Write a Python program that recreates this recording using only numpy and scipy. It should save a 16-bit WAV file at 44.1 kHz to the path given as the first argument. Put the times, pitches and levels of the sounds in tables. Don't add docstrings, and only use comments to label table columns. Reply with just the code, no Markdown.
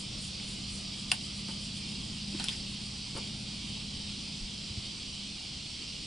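import sys
import numpy as np
from scipy import signal
from scipy.fft import rfft, irfft
from scipy.io import wavfile
from scipy.ndimage import uniform_filter1d

SR = 44100
rng = np.random.default_rng(int(sys.argv[2]) if len(sys.argv) > 2 else 0)


def put_to_file(sound):
    columns = np.atleast_2d(sound).T
    safe = np.clip(columns, -1, 1)
    whole_steps = np.round(safe * 32767)
    wavfile.write(sys.argv[1], SR, whole_steps.astype(np.int16))


N = 267246
TIME = np.arange(N) / SR


def gain_of(db):
    return 10 ** (np.asarray(db) / 20)


def evened(x):
    return x / np.sqrt(np.mean(np.abs(x) ** 2) + 1e-20)


def at_pitch(rows, hz):
    row_hz, value = np.transpose(rows)
    return np.interp(np.log(hz + 1), np.log(row_hz + 1), value)


def curve(rows):
    return np.interp(TIME, *np.transpose(rows))


def add(mix, start_s, sound):
    part = mix[max(round(start_s * SR), 0):][:len(sound)]
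    part += sound[:len(part)]


def coloured(x, colour):
    return irfft(rfft(x) * gain_of(at_pitch(colour, np.fft.rfftfreq(N, 1 / SR))), N)


def drift(rate):
    points = rng.standard_normal(N // 16)
    return evened(np.interp(2 * rate * TIME, np.arange(len(points)), points))


def distant_noise(colour, patchy_db):
    # pitch in Hz, how alike left and right are in the open air, from 0 to 1.
    ear_likeness = [(60, 0.99), (200, 0.92), (300, 0.76), (550, 0.15), (1200, 0.23), (1800, 0.28),
                    (2500, 0.88), (5300, 0.84), (11000, 0.79)]
    frames, hz = N // 512 + 5, np.fft.rfftfreq(2048, 1 / SR)
    a, b, c, d, patches = rng.standard_normal((frames, len(hz), 5)).T
    patches = uniform_filter1d(patches, size=12, axis=0)
    patches = evened(uniform_filter1d(patches, size=9, axis=1))
    alike = at_pitch(ear_likeness, hz)[:, None]
    left = a + 1j * b
    right = alike * left + np.sqrt(1 - alike ** 2) * (c + 1j * d)
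    spectra = np.array([left, right]) * gain_of(at_pitch(colour, hz)[:, None] + patchy_db * patches)
    return evened(signal.istft(spectra, nperseg=2048, noverlap=1536)[1][:, :N])


def rumble():
    # pitch in Hz, relative level in dB.
    colour = [(10, -16), (25, -2.5), (60, -0.5), (100, -4), (170, -2), (230, -3.5), (300, -6.5),
              (400, -13.5), (550, -17), (900, -18.5), (1200, -19.5), (1600, -24), (2200, -21.5),
              (5000, -54)]
    # time in seconds, level in dB.
    loudness = [(0, -47.5), (4, -47.7), (5.4, -49.5), (6.06, -49)]
    return distant_noise(colour, patchy_db=1.32) * gain_of(curve(loudness))


def engine(waver_db=1.5, wander_cycles=0.06):
    # time in seconds, engine cycles per second.
    speed = [(0, 16.17), (1.5, 16.66), (2.6, 16.86), (4.3, 16.86), (6.06, 16.55)]
    # time in seconds, level in dB.
    loudness = [(0, -46), (.7, -46), (2, -42.5), (2.8, -46), (3.6, -43.5), (4.5, -48), (5.3, -51),
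                (6.06, -55.5)]
    # multiple of the engine speed, relative level of that tone in dB.
    overtones = [(3, -11), (4, -8.5), (5, -8), (7, -4), (8, -19), (9, -5.5), (10, -7.5), (12, 1.5),
                 (13, -7.5), (14, -12), (15, -17)]
    cycles = np.cumsum(curve(speed)) / SR
    hum = np.zeros(N)
    for multiple, db in overtones:
        strength = gain_of(db + waver_db * drift(3.9))
        turns = multiple * cycles + wander_cycles * drift(3.5) + rng.random()
        hum += strength * np.cos(2 * np.pi * turns)
    return evened(hum) * gain_of(curve(loudness))


def whine_and_squeak():
    # start and length in seconds, level in dB, first and last pitch in Hz, waver rate in Hz.
    tones = [(.45, 1.4, -72, 1213, 1200, 25.2), (2.497, 0.054, -43, 4830, 5080, 148)]
    out = np.zeros(N)
    for start_s, length_s, db, first_hz, last_hz, waver_hz in tones:
        n = int(length_s * SR)
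        turns = np.cumsum(np.linspace(first_hz, last_hz, n)) / SR
        waver = (drift(waver_hz) + 1j * drift(waver_hz))[:n]
        tone = evened((waver * np.exp(2j * np.pi * turns)).real)
        add(out, start_s, gain_of(db) * tone * signal.windows.tukey(n, .5))
    return out


def rustle(grain_db=3):
    # pitch in Hz, relative level in dB.
    colour = [(400, -23), (1600, -4), (3200, 4.5), (5000, -8), (6200, -7), (7500, -1), (10000, -10),
              (12000, -16)]
    # time in seconds, level in dB.
    loudness = [(2.3, -90), (2.37, -50), (2.41, -43.5), (2.47, -50), (2.53, -43.5), (2.57, -55),
                (2.64, -90)]
    grains = rng.standard_normal((2, N)) * gain_of(grain_db * drift(1500))
    blended = grains + .5 * grains[::-1]
    return evened(coloured(blended, colour)) * gain_of(curve(loudness))


def scuffs(grain_db=3):
    # start in seconds, level in dB, length in seconds.
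    rubs = [(1.482, -46, 0.029), (2.346, -48.5, 0.014), (2.398, -53.5, 0.022), (2.48, -49, .025),
            (3.15, -45.5, .015), (3.162, -40.5, 0.037)]
    # pitch in Hz, relative level in dB.
    colour = [(150, -28), (380, 6), (550, -1), (750, -1), (1050, 1), (1450, -6.5), (1800, -9), (3000, -4),
              (6000, -14), (10000, -14), (12000, -33)]
    pressure = np.zeros(N)
    for start_s, db, length_s in rubs:
        age = np.maximum(TIME - start_s, 0) / (length_s / 4)
        pressure += gain_of(db) * age * np.exp(1 - age)
    grains = rng.standard_normal(N) * gain_of(grain_db * drift(750))
    return pressure * evened(coloured(grains, colour))


def bumps():
    # start in seconds, peak level in dB, pitch in Hz, length in seconds.
    pushes = [(1.488, -32.5, 210, 0.0057), (2.343, -33.5, 307, .016), (3.153, -29, 200, 0.0047),
              (3.173, -43, 372, 0.016), (4.398, -35.5, 32, 0.071), (4.701, -34.5, 92, 0.022),
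              (4.77, -30.5, 89, 0.024)]
    out = np.zeros(N)
    for start_s, db, hz, length_s in pushes:
        t = np.arange(0, length_s, 1 / SR)
        swell = gain_of(db) * np.sin(np.pi * t / length_s)
        add(out, start_s, -swell * np.cos(2 * np.pi * hz * (t - length_s / 2)))
    return out


def bounces(count=4, first_gap_s=0.0064, gap_ratio=0.8):
    # start in seconds, peak level in dB, contact time in seconds, main ringing pitch in Hz,
    # brightness in dB per octave, lowest pitch shaken in Hz, level change per bounce in dB.
    hits = [(0.399, -33.5, .0015, 2500, -5, 1300, -20), (1.1158, -13.5, .0015, 4930, -1, 1600, -20),
            (1.1172, -8.5, .002, 2710, .5, 800, -17), (2.3983, -22, .0007, 4050, -2.5, 700, -9),
            (2.441, -20.5, 0.0035, 5240, 5, 900, -14), (2.485, -16, .0005, 3320, -4, 3600, -4),
            (3.175, -34.5, .0027, 9030, 4, 3000, -20)]
    delays = np.cumsum([0] + [first_gap_s * gap_ratio ** k for k in range(count - 1)])
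    return [(start_s + delay, db + k * step_db, *touch)
            for start_s, db, *touch, step_db in hits for k, delay in enumerate(delays)]


def clicks(main_db=3.5, main_width_hz=550, grit=0.3):
    # ringing pitch in Hz, width in Hz (wider dies away sooner), relative level in dB.
    body_rings = [(860, 160, -7.5), (1150, 67, -20), (1500, 51, -9.5), (1810, 62, -14.5), (2220, 37, -24),
                  (2734, 160, -2), (2900, 56, -21), (3340, 290, -3.5), (4400, 130, -12), (4965, 170, -4.5),
                  (6020, 220, -10), (7300, 630, -9), (7880, 250, -12.5), (8260, 230, -10), (9570, 450, -6),
                  (10340, 510, -12.5)]
    out, t = np.zeros(N), np.arange(2048) / SR
    for start_s, db, contact_s, main_hz, brightness, low_hz in bounces():
        hz, width, ring_db = np.transpose(body_rings + [(main_hz, main_width_hz, main_db)])[:, :, None]
        strength = gain_of(ring_db + brightness * np.log2(hz / main_hz)) * width
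        ring = (strength * np.exp(-np.pi * width * t) * np.sin(2 * np.pi * hz * t)).sum(0)
        blow = t == 0
        slip = rng.standard_normal(len(t)) * np.exp(-t / contact_s)
        force = blow + grit * slip / np.linalg.norm(slip)
        fade_in = 1 - np.exp(-2 * t / contact_s)
        click = signal.fftconvolve(force, ring)[:len(t)] * fade_in
        click = signal.sosfilt(signal.butter(2, low_hz, "highpass", fs=SR, output="sos"), click)
        add(out, start_s, gain_of(db) * click / abs(click).max())
    return out


def echoes(sound, near_fade_s=0.1, far_fade_s=0.42, far_db=-24, echoes_per_s=4000):
    # pitch in Hz, boost or cut of the echoes in dB.
    colour = [(200, -22), (550, 7), (720, 1.5), (900, 8), (1200, 0.5), (1550, 3), (2800, -6.5), (4300, 0.5),
              (5200, -14), (8000, 0), (11000, -6)]
    arrivals = rng.standard_normal((2, N)) * (rng.random((2, N)) < echoes_per_s / SR) * (TIME > .002)
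    tail = arrivals * (gain_of(-60 * TIME / near_fade_s) + gain_of(far_db - 60 * TIME / far_fade_s))
    tail /= np.linalg.norm(tail, axis=1, keepdims=True)
    return signal.fftconvolve(coloured(sound, colour)[None], tail, axes=1)[:, :N]


def shrill_insect(slow_db=-49.6, quick_db=-51.9, between_db=-14.5, uneven_db=0.8, rasp_db=2):
    # pitch in Hz, relative level in dB.
    colour = [(5500, -34), (6600, -1), (7300, 3.5), (8200, 2.5), (9000, 5), (9600, 3.5), (10000, -1.5),
              (10400, -1.5), (11000, -20), (12000, -45)]
    slow_start_s, slow_gap_s, slow_length_s = -0.016, 0.258, 0.165
    quick_start_s, quick_gap_s, quick_length_s = 0.997, 0.1277, 0.12
    gap_growth_s, fade_db_per_s = 0.00068, -2.75
    calls = [(slow_start_s + k * slow_gap_s, slow_db, slow_length_s) for k in range(4)]
    for k in range(36):
        elapsed_s = k * quick_gap_s + gap_growth_s * k ** 2 / 2
        calls.append((quick_start_s + elapsed_s, quick_db + fade_db_per_s * elapsed_s, quick_length_s))
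    soft_buzz_db = quick_db + between_db + fade_db_per_s * np.maximum(TIME - quick_start_s, 0)
    power = gain_of(soft_buzz_db) ** 2
    for peak_s, db, length_s in calls:
        swell = np.exp(-np.pi * (2 * (TIME - peak_s) / length_s) ** 2)
        power += gain_of(db + uneven_db * rng.standard_normal()) ** 2 * swell
    song = distant_noise(colour, patchy_db=1.5) * np.sqrt(power)
    rasp = gain_of(-rasp_db * drift(350))
    return song * rasp * gain_of([[-.3], [.3]])


def cicadas(level_db=-42, click_hz=230, roughness=0.045, throb_db=0.25, near_count=4):
    # pitch in Hz, relative level in dB.
    chorus_colour = [(1400, -36), (1900, -19), (2150, -9), (2400, -5.5), (2650, -3.5), (2900, -.3),
                     (3150, 2.4), (3600, -1), (4100, .2), (4700, 2.8), (5300, -1.2), (5950, -6),
                     (6400, -15), (9000, -38)]
    sizzle_colour = [(5500, -25), (6500, -5), (7250, .5), (8200, -1), (9000, -1.3), (9550, -7),
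                     (10100, -14), (11000, -26), (12000, -45)]
    beats = np.zeros(N)
    for hz in click_hz * np.geomspace(.6, 1.4, near_count):
        wavering_hz = hz * (1 + .06 * drift(11.77))
        beats += np.cos(2 * np.pi * np.cumsum(wavering_hz) / SR)
    buzz = evened(np.maximum(1 + roughness * evened(beats), 0))
    throb = gain_of(throb_db * drift(25))
    song = distant_noise(chorus_colour, patchy_db=1.4)
    song += gain_of(-12.5) * distant_noise(sizzle_colour, patchy_db=1.3)
    return song * buzz * throb * gain_of(level_db) * gain_of([[-.8], [.8]])


def scene():
    low = (engine() + rumble()) * gain_of([[.2], [-.2]])
    hard, soft = clicks(), scuffs()
    near = hard * gain_of([[.3], [-.3]]) + soft + bumps() + rustle()
    reflections = gain_of(-4) * echoes(hard) + gain_of(-5) * echoes(soft)
    return cicadas() + shrill_insect() + low + whine_and_squeak() + near + reflections


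def record(dry, cutoff_hz=11100):
    lowpass = signal.firwin(511, cutoff_hz, window=("kaiser", 9), fs=SR)
    return signal.oaconvolve(dry, lowpass[None], "same")


dry = scene()
out = record(dry)
put_to_file(out)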